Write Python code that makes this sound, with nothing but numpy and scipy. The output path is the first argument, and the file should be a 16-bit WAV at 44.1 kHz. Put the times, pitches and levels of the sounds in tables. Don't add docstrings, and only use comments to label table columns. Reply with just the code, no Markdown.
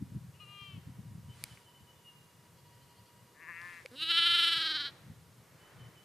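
import sys
import numpy as np
from scipy import signal
from scipy.fft import rfft, irfft
from scipy.io import wavfile

SR = 44100
rng = np.random.default_rng(int(sys.argv[2]) if len(sys.argv) > 2 else 0)


def transcribe(signal):
    frames = np.atleast_2d(signal).T
    limited = np.clip(frames, -1, 1)
    pcm = np.round(limited * 32767).astype(np.int16)
    wavfile.write(sys.argv[1], SR, pcm)


N = 266452
TIME = np.arange(N) / SR
BAND_LIMIT_HZ = 15000


def amp(db):
    return 10 ** (np.asarray(db) / 20)


def unit(x):
    return x / np.sqrt(np.mean(x ** 2) + 1e-20)


def along(rows, at):
    axis, *columns = np.transpose(rows)
    return [np.interp(at, axis, column) for column in columns]


def across(points, hz):
    f, value = np.transpose(points)
    return np.interp(np.log(hz + 1), np.log(f + 1), value)


def placed(start_s, sound):
    return np.pad(sound, (max(round(start_s * SR), 0), N))[:N]


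def panned(x, left_db):
    return x * amp([[left_db / 2], [-left_db / 2]])


def wander(count, rate_hz):
    hz = np.fft.rfftfreq(count, 1 / SR)
    return unit(irfft(rfft(rng.standard_normal(count)) * np.exp(-(hz / rate_hz) ** 2), count))


def swells(rows):
    return np.sqrt(sum((amp(db) * np.exp(-((TIME - s) / half_s) ** 2)) ** 2 for s, half_s, db in rows))


def ring(x, spectrum, size=4096):
    log_gain = np.log(amp(across(spectrum, abs(np.fft.fftfreq(size, 1 / SR)))))
    taps = np.fft.ifft(np.exp(np.conj(signal.hilbert(log_gain)))).real
    return signal.oaconvolve(x, taps[:size // 2])[:len(x)]


def glide(start_s, length_s, first_hz, last_hz, db, waver=0):
    count = int(length_s * SR)
    hz = np.linspace(first_hz, last_hz, count) * (1 + waver * wander(count, 220))
    tone = np.sqrt(2) * np.sin(2 * np.pi * np.cumsum(hz) / SR)
    return placed(start_s, amp(db) * tone * signal.windows.tukey(count, .8))


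# f/Hz, coherence/0-1
MIC_COHERENCE = [(30, .8), (120, .95), (500, .85), (2000, .8), (6000, .8), (9000, .72), (13000, .55)]
def noise(spectrum):
    hz = np.fft.rfftfreq(N, 1 / SR)
    mid, side = rfft(rng.standard_normal((2, N))) * amp(across(spectrum, hz))
    coherence = np.clip(across(MIC_COHERENCE, hz), 0, 1)
    side = side * np.sqrt((1 - coherence) / (1 + coherence))
    return unit(irfft([mid + side, mid - side], N))


# f/Hz, level/dB
HISS_SPECTRUM = [(30, -30), (120, -5), (260, -10), (480, -8), (720, -16), (1100, -13), (1400, -18),
                 (2500, -20), (5000, -21), (9000, -21.5), (14000, -24), (15400, -32)]
def hiss(level_db=-65.06):
    return noise(HISS_SPECTRUM) * amp(level_db)


# t/s, half length/s, peak/dB
BREEZE_SWELLS = [(.85, 0.21, -70), (4.68, 0.38, -57), (5.76, 0.31, -62)]
# f/Hz, level/dB
GRASS_SPECTRUM = [(100, -6.5), (250, -1.5), (480, 0), (750, -2.5), (1200, -1.5), (2000, -3), (3000, -11),
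                  (6000, -18.5), (15000, -43)]
def grass(calm_db=-72.5):
    return noise(GRASS_SPECTRUM) * np.hypot(swells(BREEZE_SWELLS), amp(calm_db))


# t/s, half length/s, relative peak/dB
WIND_GUSTS = [(.022, 0.019, -37), (.1, 0.081, -45.5), (.165, 0.021, -39), (.26, 0.11, -51),
              (.625, 0.011, -50.5), (.71, 0.03, -49.5), (.768, 0.034, -45), (.89, 0.036, -44),
              (.995, 0.014, -43), (1.12, 0.22, -47.5), (1.295, 0.02, -43.5), (1.44, 0.036, -51),
              (1.53, 0.025, -53), (1.82, 0.022, -52.5), (2.65, .3, -62), (4.58, .018, -52),
              (5.105, 0.027, -43.5), (5.11, 0.17, -55), (5.81, 0.086, -53)]
# f/Hz, level/dB
BUFFET_SPECTRUM = [(20, -43), (45, -30.5), (85, -4.5), (125, 1.5), (180, -5), (270, -25), (400, -38.5),
                   (650, -55), (1100, -89)]
# f/Hz, level/dB
FLUTTER_SPECTRUM = [(50, -28), (130, 0), (200, 9.5), (300, 0.5), (420, -24), (800, -53), (2000, -84)]
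def wind(buffet_db=-1.5, flutter_db=-42, lumps_db=2.15):
    light_wind = amp(-65.5 + 3.2 * wander(N, rate_hz=11))
    force = np.hypot(swells(WIND_GUSTS), light_wind)
    buffet = noise(BUFFET_SPECTRUM) * force * amp(buffet_db)
    flutter = noise(FLUTTER_SPECTRUM) * amp(flutter_db) * (force / force.max()) ** 2
    lumps = amp(lumps_db * wander(N, rate_hz=30))
    return panned((buffet + flutter) * lumps, left_db=1.6)


# f/Hz, level/dB
WHINE_PARTIALS = [(959.5, -68), (1919, -78.5), (2878, -75.5), (4797, -81)]
# t/s, gain/dB
WHINE_ENVELOPE = [(0, -11), (1.1, -8), (1.4, -5.5), (2.2, -8.5), (2.7, -3.5), (3.3, -3.5), (3.9, -10.5),
                  (4.9, -13), (6.04, -25)]
def motor_whine(drift_s=.00096, flicker_db=3.3):
    motor_time = TIME + np.cumsum(drift_s * wander(N, rate_hz=20.74)) / SR
    whine = sum(amp(db) * np.sqrt(2) * np.sin(2 * np.pi * hz * motor_time) for hz, db in WHINE_PARTIALS)
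    return whine * amp(along(WHINE_ENVELOPE, TIME)[0] + flicker_db * wander(N, rate_hz=30))


# f/Hz, level/dB, T60/s
BODY_MODES = [(2305, -1.5, 0.0096), (3520, -1.5, 0.0023), (4800, 0.5, 0.0036), (7200, -8, 0.0034),
              (9020, -4.5, 0.0033), (11050, -4.5, 0.0031), (12450, -7.5, 0.0023)]
def click(start_s, peak_db, tilt_db_per_octave):
    t = np.arange(SR // 20) / SR
    tick = 0
    for k, (hz, db, t60_s) in enumerate(BODY_MODES):
        decay = amp(db + tilt_db_per_octave * np.log2(hz) - 60 * t / t60_s)
        tick += (-1) ** k * decay * np.sin(2 * np.pi * hz * t)
    return placed(start_s, amp(peak_db) * tick / abs(tick).max())


# t/s, peak/dB, tilt/(dB/octave)
BODY_CLICKS = [(1.4393, -17.5, 4.5), (1.574, -45.5, -19), (3.616, -39.5, -5.5), (3.86, -31, -6)]
# t/s, length/s, first f/Hz, last f/Hz, level/dB
GRIP_KNOCKS = [(3.848, .018, 490, 540, -48)]
# t/s, half length/s, peak/dB
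FINGER_SLIDES = [(1.47, 0.14, -60), (3.72, 0.16, -62)]
# f/Hz, level/dB
SKIN_SPECTRUM = [(500, -6.5), (2000, -1.5), (4500, -5.5), (6500, -9.5), (10000, -9), (15000, -30)]
def handling():
    clicks = sum(click(*row) for row in BODY_CLICKS)
    knocks = sum(glide(*row) for row in GRIP_KNOCKS)
    return clicks + knocks + noise(SKIN_SPECTRUM) * swells(FINGER_SLIDES)


# f/Hz, T60/s
ECHO_DECAY = [(200, 0.524), (1500, 0.62), (4000, 0.97), (10000, 0.033)]
def field_echo(x):
    hz, t, bins = signal.stft(rng.standard_normal((2, SR)), SR, nperseg=256)
    decay = amp(-60 * t / across(ECHO_DECAY, hz)[:, None])
    tail = signal.istft(bins * decay, SR, nperseg=256)[1]
    return signal.fftconvolve(x[None], tail / np.linalg.norm(tail[0]), axes=1)[:, :N]


# f/Hz, level/dB
CHIRP_NOTES = [(3180, -78), (4250, -77.5), (4600, -79)]
# t/s, length/s, first f/Hz, last f/Hz, level/dB
BIRD_WHISTLES = [(1.275, .085, 3040, 3040, -64.5), (1.494, .052, 3020, 3040, -63.5),
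                 (1.637, .1, 3060, 3000, -67.5), (1.733, .06, 3020, 3020, -66.5),
                 (1.862, .075, 2980, 2950, -65), (1.95, .04, 3450, 3650, -73),
                 (2.03, .11, 2890, 2810, -59.5), (5.58, .12, 3000, 3030, -69),
                 (5.765, .14, 3056, 3010, -65.5), (5.95, .092, 3050, 2980, -66.5)]
def birds(chirps=7, start_s=2.555, gap_s=.08, scatter_s=.011, chirp_s=.055):
    late, first, last, gains = rng.uniform([-1, .94, .95, .5], [1, 1.04, 1.07, 1.3], (chirps, 4)).T
    starts_s = start_s + gap_s * np.arange(chirps) + scatter_s * late
    twitter = sum(gain * glide(s, chirp_s, hz * first_ratio, hz * last_ratio, db, waver=.017)
                  for s, first_ratio, last_ratio, gain in zip(starts_s, first, last, gains)
                  for hz, db in CHIRP_NOTES)
    return twitter + sum(glide(*row, waver=.0032) for row in BIRD_WHISTLES)


def folds(hz, rough, jitter, shimmer):
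    count, mean_hz = len(hz), hz.mean()
    cycles = np.cumsum(hz * (1 + jitter * wander(count, mean_hz))) / SR
    pulses = sum(np.cos(2 * np.pi * k * cycles) for k in range(1, int(BAND_LIMIT_HZ / mean_hz)))
    puffs = (.25 + np.exp(-(cycles % 1) / .3)) * rng.standard_normal(count)
    return unit(pulses) * (1 + shimmer * wander(count, mean_hz)) + rough * unit(puffs)


def throat(drive, shapes, mouth):
    return sum(np.maximum(1 - abs(mouth - k), 0) * unit(ring(drive, shape))
               for k, shape in enumerate(shapes))


def call(contour, shapes, mouth, rough, jitter):
    t = np.arange(contour[0][0], contour[-1][0], 1 / SR)
    db, hz = along(contour, t)
    voice = throat(folds(hz, rough, jitter, shimmer=.019), shapes, along(mouth, t)[0])
    return placed(t[0], voice * amp(db) * signal.windows.tukey(len(t), .06))


# t/s, level/dB, f/Hz
LAMB_CONTOUR = [(.33, -68, 300.2), (.39, -74, 343.7), (.404, -55, 415.3), (.428, -54, 410),
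                (.455, -63, 394.3), (.495, -57, 404), (.61, -51.5, 399.4), (.69, -55.5, 391),
                (.765, -61.5, 374), (.8, -77, 330)]
# t/s, shape (0 parting, 1 open)
LAMB_OPENING = [(.33, 0), (.47, 0), (.53, .3), (.6, .85), (.7, 1), (.8, 1)]
# f/Hz, level/dB
LAMB_SHAPES = [
    [(400, -40), (800, -45), (1220, 0), (1600, -19), (2050, -17), (2480, -3), (2850, 6), (3250, -14),
     (3700, -22), (4100, -9), (4600, -30), (8000, -51)],
    [(400, -32), (800, -35), (1140, -9.5), (1215, 2), (1600, -21), (2000, -14), (2380, 0.5), (2800, -1),
     (3150, 6), (3550, -15), (4050, -15), (4800, -19), (8000, -40)],
]
def lamb_call():
    return call(LAMB_CONTOUR, LAMB_SHAPES, LAMB_OPENING, rough=.043, jitter=.0042)


# t/s, relative level/dB, f/Hz
RASP_CONTOUR = [(3.29, -48.5, 133.9), (3.39, -60.5, 150.8), (3.422, -49, 168.4), (3.46, -51, 155.7),
                (3.49, -42, 175.3), (3.53, -45.5, 166.3), (3.66, -45.5, 176.6), (3.794, -49.5, 168.3),
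                (3.84, -64, 143.6)]
# t/s, shape (0 open, 1 closing, silent from 2 up)
RASP_CLOSURE = [(3.29, 3), (3.42, .5), (3.5, 0.78), (3.58, 0.2), (3.64, 0.88), (3.74, 0.4), (3.81, 0.6)]
# f/Hz, level/dB
RASP_SHAPES = [
    [(170, -34), (800, -43), (1030, -7), (1400, -4), (1570, -17), (1750, 6.5), (2050, 4), (2300, -2.5),
     (2750, -2.5), (3100, -37), (6000, -45)],
    [(170, -14.5), (800, -26), (1030, -4), (1200, -4), (1400, -20.5), (1740, 6.5), (2000, -3.5), (2300, -8),
     (2650, -21.5), (3100, -35), (6000, -39)],
]
def rasping_call(gain_db=-1.34):
    return amp(gain_db) * call(RASP_CONTOUR, RASP_SHAPES, RASP_CLOSURE, rough=.22, jitter=.006)


# left/s, right/s
GROUND_DELAYS_S = (.001293, .001316)
def ground_bounce(x, gain_db=-17.5):
    return amp(gain_db) * np.array([placed(s, x) for s in GROUND_DELAYS_S])


# f/Hz, level/dB
EWE_LEFT_DB = [(60, 1.0), (150, 1.0), (380, 0.0), (950, -3.2), (2380, -0.67), (5970, 1), (15000, -2.3)]
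# f/Hz, phase/rad
EWE_LEFT_RAD = [(0, -0.1), (10700, 0.048), (11000, 0.1), (11400, -0.1), (13500, 0.2), (13900, -0.0021),
                (15200, -0.0)]
def ewe_at_mics(x):
    hz = np.fft.rfftfreq(N, 1 / SR)
    left = amp(across(EWE_LEFT_DB, hz) / 2) * np.exp(.5j * across(EWE_LEFT_RAD, hz))
    return irfft(rfft(x) * np.array([left, 1 / left]), N)


def quaver(t, count=21, start_s=3.992, gap_s=.0371, slowing_s=.00065, lift_hz=15.5):
    k = np.arange(count)
    times_s = start_s + gap_s * k + slowing_s * k * (k - 1) / 2
    strength = np.where(k % 2, 1, np.interp(times_s, (4.1, 4.42), [0, 1]))
    since_s = t - times_s[:, None]
    squeeze = np.exp(-(since_s / .013) ** 2)
    slack = .15 * np.exp(-((since_s - .018) / .008) ** 2)
    return lift_hz * strength @ (squeeze - slack)


# f/Hz, level/dB
BREATH_SPECTRUM = [(2500, -45), (5200, 5.5), (6000, -7), (7000, -9.5), (8000, -1), (8900, -5), (9600, -2.5),
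                   (11000, -6.5), (12400, -10.5), (13500, -20.5), (15000, -26)]
# t/s, level/dB
BREATH_ENVELOPE = [(3.91, -12.5), (4.04, -23), (4.2, -25), (4.33, -22), (4.45, -19), (4.58, -22),
                   (4.75, -28), (4.91, -29.5)]
def breath(t, drive, buzz_db=-3, flicker_db=.67):
    turbulence = rng.standard_normal(len(t)) + amp(buzz_db) * drive
    rush = ring(turbulence, BREATH_SPECTRUM) * amp(flicker_db * wander(len(t), rate_hz=120))
    return unit(rush) * amp(along(BREATH_ENVELOPE, t)[0])


# t/s, f/Hz
EWE_ARCH = [(3.91, 231), (3.995, 305), (4.08, 328), (4.32, 336), (4.5, 329), (4.64, 315), (4.765, 300),
            (4.79, 280), (4.91, 273)]
# t/s, level/dB
EWE_ENVELOPE = [(3.911, -58), (3.947, -53), (3.963, -50), (4.032, -35.5), (4.049, -39), (4.119, -29),
                (4.17, -28), (4.44, -29), (4.62, -33.5), (4.78, -37.5), (4.882, -42.5), (4.909, -61)]
# f/Hz, roughness/0-1
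EWE_ROUGHNESS = [(272, .17), (310, .06), (330, .045)]
# t/s, shape (0 shut, 1 parting, 2 wide, 3 narrowing)
EWE_MOUTH_SHAPE = [(3.91, 0), (3.948, .02), (3.962, .7), (4, 1), (4.04, 1), (4.17, 2), (4.47, 2), (4.7, 3),
                   (4.91, 3)]
# f/Hz, level/dB
THROAT_SHUT = [(120, -20), (260, 0), (520, 0), (750, -22), (1150, -12), (1800, -14), (2300, -22),
               (4000, -20), (6000, -34), (15000, -50)]
THROAT_PARTING = [(120, -49), (200, -20), (332, -9), (512, -26.5), (1110, -22.5), (1240, -5), (2380, -11.5),
                  (2800, 9.5), (3350, -1), (3940, 9), (5360, -25), (5970, -24), (10100, -24), (15000, -47)]
THROAT_WIDE = [(150, -24), (335, -26), (680, -45.5), (1020, -28.5), (1400, -7), (1620, -12), (2400, -14),
               (2760, -8), (3040, 0), (3330, -1.5), (3650, -6.5), (3880, -3), (4150, -6), (5200, -30),
               (6000, -40), (9700, -31.5), (15000, -85.5)]
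THROAT_NARROWING = [(150, -41), (310, -15), (700, -42), (950, -23), (1250, -7.5), (1520, 0.5), (1850, -5.5),
                    (2300, -11.5), (2750, -13.5), (3150, 4.5), (3550, -2.5), (4020, 5), (5350, -15.5),
                    (6200, -29.5), (10000, -55), (15000, -52)]
def ewe_bleat(swell_lag_s=.003, swell_knee_hz=26, tremble_db=.45):
    t = np.arange(EWE_ENVELOPE[0][0], EWE_ENVELOPE[-1][0], 1 / SR)
    lift_hz = quaver(t)
    swell_db = 7.5 * np.tanh(np.interp(t - swell_lag_s, t, lift_hz) / swell_knee_hz)
    gain = amp(along(EWE_ENVELOPE, t)[0] + swell_db + tremble_db * wander(len(t), rate_hz=40))
    pitch_hz, = along(EWE_ARCH, t)
    rough, = along(EWE_ROUGHNESS, pitch_hz)
    release = np.maximum(-np.gradient(lift_hz), 0)
    jitter = .0012 + .06 * rough + .008 * (release / release.max()) ** 4
    drive = folds(pitch_hz + lift_hz, rough, jitter, shimmer=.06)
    shapes = [THROAT_SHUT, THROAT_PARTING, THROAT_WIDE, THROAT_NARROWING]
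    voice = throat(drive, shapes, along(EWE_MOUTH_SHAPE, t)[0])
    return placed(t[0], gain * (voice + breath(t, drive)))


def scene():
    ewe, far_birds, lamb, rasp = ewe_bleat(), birds(), lamb_call(), rasping_call()
    direct = ewe_at_mics(ewe) + panned(lamb + rasp, left_db=7) + far_birds
    echo = field_echo(amp(-32) * ewe + amp(-17) * (lamb + rasp) + amp(-7) * far_birds)
    background = wind() + grass() + hiss() + motor_whine() + handling()
    return background + echo + ground_bounce(ewe) + direct


def record(dry):
    lowpass = signal.firwin(511, BAND_LIMIT_HZ, window=("kaiser", 9), fs=SR)
    return signal.oaconvolve(dry, lowpass[None], "same")


dry = scene()
out = record(dry)
transcribe(out)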